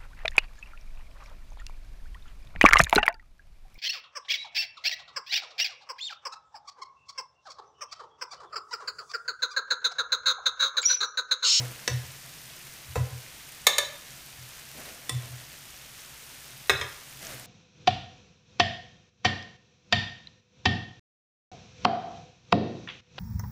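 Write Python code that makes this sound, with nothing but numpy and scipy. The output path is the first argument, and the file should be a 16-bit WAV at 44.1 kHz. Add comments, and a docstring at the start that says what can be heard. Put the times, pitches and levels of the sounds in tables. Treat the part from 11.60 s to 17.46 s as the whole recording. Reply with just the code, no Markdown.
"""Serving fish with steel tongs

Steel tongs lift fish from a simmering pan onto a china plate in a hard-walled kitchen.
The tongs knock on the pan and clack on the plate: chattering contacts ring decaying modes, with clatter and crack.
The worktop booms in two low modes. Noise and ringing bubbles make the sizzle, livelier at the start,
swelling when a piece is dragged; short resonant noise snaps in the sauce. A low drone lies underneath."""
import sys
import numpy as np
from scipy import signal
from scipy.fft import rfft, irfft, next_fast_len
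from scipy.io import wavfile

SR = 44100
rng = np.random.default_rng(int(sys.argv[2]) if len(sys.argv) > 2 else 0)


def pcm_store(signal):
    """Save signal as 16-bit PCM."""
    levels = np.round(np.clip(np.atleast_2d(signal), -1, 1) * 32767)
    wavfile.write(sys.argv[1], SR, levels.astype(np.int16).T)


N = 258425
LEAD = SR // 10   # samples before the start, where a blow may already have fallen

# China plate modes. Each row: frequency in Hz, t60 in s before the grip shortens it,
# level in dB when struck in the well, level in dB when struck on the rim.
PLATE_MODES = [(392, 0.14, -18.5, 0.5), (452, 0.071, -11, -5), (573, 0.087, -1, -3.5),
               (639, 0.094, -10.5, -4.5), (981, 0.11, -6, -5.5), (1188, 0.12, -5, 1),
               (1253, 0.094, -5.5, -7), (1387, 0.55, -35, -13), (1592, 0.071, -13, -1),
               (1700, 0.36, -8.5, -9.5), (1763, 0.11, -3, -25), (1892, 0.022, -10, 6.5),
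               (2210, 0.12, -38, -4), (2164, 0.087, 4, 0), (2306, 0.11, -5, -12), (2578, 0.025, -7, 2.5),
               (3140, .2, -10.5, -34), (3200, 0.09, -9, -6), (3592, 0.17, 3, -2.5), (3950, 0.1, 0.5, -2.5),
               (4370, 0.1, -10, -23), (4445, 0.065, -1, -40), (5190, 0.2, -24, -8.5),
               (5420, 0.073, -5, -19), (5980, 0.058, -11, -15), (6726, 0.05, 2, -9), (7070, 0.033, -8, -24),
               (8880, 0.067, -14, -16), (9130, 0.074, -2.5, -25), (9900, 0.021, -37, -34),
               (12400, 0.037, -16, -34)]
# Pan modes. Each row: frequency in Hz, t60 in s before the grip shortens it,
# level in dB when struck on the wall, on the floor, on the lip.
PAN_MODES = [(485.6, 0.084, 6, 3, -2), (734, 0.053, -1, -4.5, -1), (993, 0.087, -1, -5.5, -31),
             (1047, 0.2, -8, -16, -3), (1302, 0.036, 2, -4.5, -6), (1680, 0.047, 6, -8.5, -32),
             (1950, 0.075, 2.5, -10.5, 4.5), (2627, 0.096, 1.5, -13.5, -9), (3500, 0.036, -1, -34, 7.5),
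             (3750, 0.024, 2.5, -11.5, -6), (4450, 0.071, 0, -21, -10), (4720, 0.03, -1, -30, -8),
             (5470, 0.024, 4.5, -19, 3.5), (5990, 0.089, 5.5, -20, -24), (7240, 0.029, -7, -17, 0),
             (7740, 0.013, -1, -22, -5), (8800, 0.015, -7, -20, 9), (12900, 0.023, -18, -34, -44)]
# Tongs on the plate. Each row: start in s, approximate peak in dB, place (0 well, 1 rim),
# contact chatter decay in s, clatter in dB over the body, crack in dB over the body.
PLATE_BLOWS = [(2.0677, -3, 0, 0.0063, 0, -4.5), (2.1825, -6.5, 0, 0.0059, -4, -7),
               (5.0955, -6.5, 1, 0.0079, 2, -11.5), (5.2125, -17, 1, 0.01, -4.5, -33)]
# Tongs on the pan. Each row: the same columns, place being 0 wall, 1 floor, 2 lip.
PAN_BLOWS = [(-.05, -19, 1, 0.0062, -5, -24), (.2768, -14.5, 0, 0.0051, 2, -19),
             (1.356, -15, 1, 0.019, -5, -17), (3.494, -20, 2, 0.0049, 2, -5.5)]
# Worktop booms. 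Each row: start in s, first-push peak of the upper mode in dB, of the lower mode in dB,
# second push over the first in dB, swell time of the upper mode in s.
WORKTOP_BOOMS = [(-.045, -36.5, -50, 3.5, .036), (.296, -29.5, -35, 2.5, .024), (0.438, -47, -45, 0, 0.017),
                 (1.285, -45, -39.5, -4, 0.018), (1.361, -28, -26, 5, 0.019),
                 (1.511, -34.5, -41, -12, .024), (2.77, -48, -54, -6, 0.034), (3.511, -33, -42, 7, 0.019),
                 (3.625, -42, -52, -11, 0.018), (3.69, -43, -49, 2, 0.023), (5.106, -40, -36.5, 5.5, .011),
                 (5.2, -47.5, -39.5, -2, .022), (5.699, -50.5, -65, -1, .03)]
# Sizzle spectrum. Each row: frequency in Hz, relative density in dB per Hz.
SIZZLE_SPECTRUM = [(30, -9.5), (90, -4), (150, 0.5), (190, -7.5), (450, -10.5), (1100, -9), (1700, -5),
                   (2600, -4.5), (4300, -6.5), (6200, -6.5), (7900, -9), (9300, -8), (11000, -12.5),
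                   (13500, -9.5), (15800, -11)]
# Spectrum of the drag rush. Each row: frequency in Hz, relative density in dB per Hz.
DRAG_SPECTRUM = [(120, -7), (250, -1), (420, -6), (650, -0.5), (900, -10), (2200, -8), (4000, -23),
                 (6000, -19), (11000, -28), (15500, -35)]
# Food dragged through the sauce. Each row: start in s, length in s, level in dB.
DRAG_STROKES = [(-.15, 0.18, -48.5), (3.13, 0.16, -51), (3.574, 0.059, -54), (5.578, 0.14, -48.5)]
# Sharper snaps in the sauce under the tong tips. Each row: start in s, peak in dB, pitch in Hz.
SNAPS = [(0.193, -36.5, 1570), (3.254, -38.5, 1880), (5.6214, -34, 8250), (5.65, -29, 6420),
         (5.6688, -27, 6170), (5.797, -31, 9500)]
# Kitchen drone. Each row: frequency in Hz, resonance width in Hz, level in dB.
HUM_RESONANCES = [(61.3, 11, -67), (136, 11.5, -62)]
# Room decay. Each row: frequency in Hz, t60 in s.
ROOM_T60 = [(250, 0.43), (1000, 0.62), (3000, 0.49), (7000, 0.34), (14000, 0.19)]

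WORKTOP_UPPER_HZ, WORKTOP_LOWER_HZ = 123.5, 82.6
LOWER_SWELL_RATIO = 0.92   # swell time of the lower mode over that of the upper
SETTLE_AFTER_S, SETTLE_LOWER_DB = 0.0319, -5   # second push, weaker in the lower mode
SIZZLE_DB, LIVELY_DB, CALMING_S = -46.5, 2.5, 0.65   # settled level, initial excess, its decay
STIRRED_DB = 3   # stirred-up sizzle over the level of the drag
DRAG_ATTACK_S, DRAG_RELEASE_S, DRAG_REST_DB = 0.05, 0.098, -63.5
SPITS_PER_S, SPIT_CYCLES = 500, 8.9
SIZZLE_SPIT_DB, DRAG_SPIT_DB = -7, -5.5   # spits over the hiss
ROOM_DB = -10
STOPBAND_EDGE_HZ = 15900 * 1.03


def blows(events, modes, grip, bass_cut_hz):
    """A chatter of contacts rings the modes, with a clatter of crowded minor modes and a bare crack."""
    out = np.zeros(LEAD + N)
    t = np.arange(SR // 2) / SR
    for start_s, peak_db, place, chatter_s, clatter_db, crack_db in events:
        strengths = [(mode[0], mode[2 + round(place)]) for mode in modes]
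        sparse = rng.standard_normal(len(t)) * (rng.random(len(t)) < 0.05)
        touches = 0.2 * sparse * np.exp(-t / chatter_s)
        touches[0] = 1
        # hand and food shorten every ring by the grip factor
        rings = [amp(db) * ring(touches + 1e-18, hz, grip * mode[1])
                 for (hz, db), mode in zip(strengths, modes)]
        body = sum(rings[::2]) - sum(rings[1::2])   # neighbouring modes start in opposite directions
        # minor modes crowd round the strong ones and blur into noise of the same colour
        clatter = colour(rng.standard_normal(len(t)), strengths)
        clatter = clatter * np.exp(-t / (1.01 * chatter_s)) * np.clip(t / 0.001, 0, 1)
        crack = rng.standard_normal(len(t)) * np.exp(-t / (1.1 * chatter_s))
        blow = first_rms_one(body)
        blow = blow + amp(clatter_db) * first_rms_one(clatter)
        blow = blow + amp(crack_db) * first_rms_one(crack)
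        at = LEAD + round(start_s * SR)
        out[at:at + len(t)] += amp(peak_db) / 4 * blow   # peaks stand about four times over the first rms
    # a small body radiates no bass
    return signal.sosfilt(signal.butter(4, bass_cut_hz, "high", fs=SR, output="sos"), out)


def worktop():
    """Blow and settling weight push the heavy top in turn, setting its two low modes going."""
    out = np.zeros(LEAD + N + SR)
    for start_s, upper_db, lower_db, settle_db, swell_s in WORKTOP_BOOMS:
        upper = amp(upper_db) * boom(WORKTOP_UPPER_HZ, swell_s)
        lower = amp(lower_db) * boom(WORKTOP_LOWER_HZ, LOWER_SWELL_RATIO * swell_s)
        first = LEAD + round(start_s * SR)
        second = LEAD + round((start_s + SETTLE_AFTER_S) * SR)
        out[first:first + len(upper)] += upper + lower
        out[second:second + len(upper)] += amp(settle_db) * (upper + amp(SETTLE_LOWER_DB) * lower)
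    return out[LEAD:LEAD + N]


def boom(hz, swell_s):
    """A sine mode whose envelope swells to height 1 and dies."""
    age_s = np.arange(SR // 2) / SR
    envelope = (age_s / swell_s * np.exp(1 - age_s / swell_s)) ** 1.02
    return envelope * np.sin(2 * np.pi * hz * age_s)


def sauce():
    """A dense hiss of tiny bubbles with single spits; dragging stirs it up and adds a duller, grainier rush."""
    t = np.arange(N) / SR
    grains, stroke = spits(), dragging()
    sizzle = colour(rng.standard_normal(N) + amp(SIZZLE_SPIT_DB) * grains, SIZZLE_SPECTRUM)
    # same grains time-reversed, so the two layers do not coincide
    rush = colour(rng.standard_normal(N) + amp(DRAG_SPIT_DB) * grains[::-1], DRAG_SPECTRUM)
    steady = amp(SIZZLE_DB + LIVELY_DB * np.exp(-t / CALMING_S))
    sizzle_gain = np.hypot(steady, amp(STIRRED_DB) * stroke) * amp(0.37 * drift(25))
    rush_gain = (amp(DRAG_REST_DB) + stroke) * amp(1.5 * drift(40))
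    return sizzle_gain * sizzle + rush_gain * rush


def spits():
    """Single bubbles burst at random and ring a few cycles at one of 14 pitches; rms 1."""
    born = rng.random(N) < SPITS_PER_S / SR
    size_db = 3.5 * np.minimum(rng.exponential(1, N), 3)
    bursts = born * amp(size_db) * rng.choice([-1, 1], N)
    pitches_hz = np.geomspace(700, 15000, 14)
    dealt = rng.integers(0, 14, N)
    total = 0
    for k, hz in enumerate(pitches_hz):
        # short high rings are struck harder so that the sum stays white
        total = total + hz * ring(bursts * (dealt == k) + 1e-18, hz, SPIT_CYCLES / hz)
    return rms_one(total)


def dragging():
    """Strength of the drag in time: each stroke rises, holds and dies away."""
    t = np.arange(N) / SR
    total = 0
    for start_s, length_s, db in DRAG_STROKES:
        rise = np.clip((t - start_s) / DRAG_ATTACK_S, 0, 1)
        fall = np.exp(-np.maximum(t - start_s - length_s, 0) / DRAG_RELEASE_S)
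        total = total + amp(db) * rise * fall
    return total


def snaps():
    """Each snap is a few ms of noise in a broad resonance."""
    out = np.zeros(N)
    t = np.arange(SR // 50) / SR
    for start_s, peak_db, hz in SNAPS:
        burst = rng.standard_normal(len(t)) * np.exp(-t / 0.0012)
        snap = ring(burst, hz, 12.0 / hz)
        out[round(start_s * SR):][:len(t)] += amp(peak_db) * snap / np.abs(snap).max()
    return out


def kitchen(x):
    """Dense reflections from hard walls, each octave dying at its own rate."""
    t = np.arange(SR) / SR
    tail = 0
    for low_hz in 125 * 2. ** np.arange(7):
        octave = signal.butter(2, [low_hz, 2 * low_hz], "band", fs=SR, output="sos")
        band = signal.sosfilt(octave, rng.standard_normal(SR))
        tail = tail + band * amp(-60 * t / at_hz(ROOM_T60, low_hz * np.sqrt(2)))
    tail = tail * np.clip(t / 0.016, 0, 1)   # reflections build up over 16 ms
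    return signal.fftconvolve(x, tail / np.sqrt(np.sum(tail ** 2)))[:len(x)]


def drone():
    """Appliances hum low: noise in narrow resonances."""
    return sum(amp(db) * rms_one(ring(rng.standard_normal(N), hz, 2.5 / width_hz))
               for hz, width_hz, db in HUM_RESONANCES)


def ring(x, hz, t60_s):
    """Two-pole resonator: a unit click sets a sine of height 1 ringing."""
    r = amp(-60 / (t60_s * SR))
    w = 2 * np.pi * hz / SR
    return signal.lfilter([0, np.sin(w)], [1, -2 * r * np.cos(w), r * r], x)


def colour(x, spectrum):
    """Give a white signal a spectrum; rms 1."""
    size = next_fast_len(len(x))
    gain = amp(at_hz(spectrum, np.fft.rfftfreq(size, 1 / SR)))
    return rms_one(irfft(rfft(x, size) * gain, size)[:len(x)])


def at_hz(points, hz):
    """Read a table on a log-frequency axis."""
    table = np.array(points)
    return np.interp(np.log(hz + 1), np.log(table[:, 0]), table[:, 1])


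def drift(rate_hz):
    """Slow random wander, rms 1."""
    steps = rng.standard_normal(int(N / SR * rate_hz) + 3)
    return rms_one(np.interp(np.arange(N) / SR * rate_hz, np.arange(len(steps)), steps))


def amp(db):
    """dB to gain."""
    return 10 ** (np.asarray(db) / 20)


def rms_one(x):
    """Scale to rms 1."""
    return x / np.sqrt(np.mean(x ** 2) + 1e-20)


def first_rms_one(x):
    """Scale so that the first 10 ms have rms 1."""
    return x / np.sqrt(np.mean(x[:SR // 100] ** 2))


def scene():
    """Blows in the room, over worktop, sauce, snaps and drone."""
    hits = blows(PLATE_BLOWS, PLATE_MODES, grip=0.71, bass_cut_hz=358)
    hits = hits + blows(PAN_BLOWS, PAN_MODES, grip=0.82, bass_cut_hz=210)
    hits_in_room = (hits + amp(ROOM_DB) * kitchen(hits))[LEAD:]
    return (hits_in_room + worktop() + sauce() + snaps() + drone())[None]


def record(dry):
    """A steep low-pass cuts the top."""
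    return signal.sosfilt(signal.cheby2(12, 70, STOPBAND_EDGE_HZ, fs=SR, output="sos"), dry)


dry = scene()
out = record(dry)
pcm_store(out)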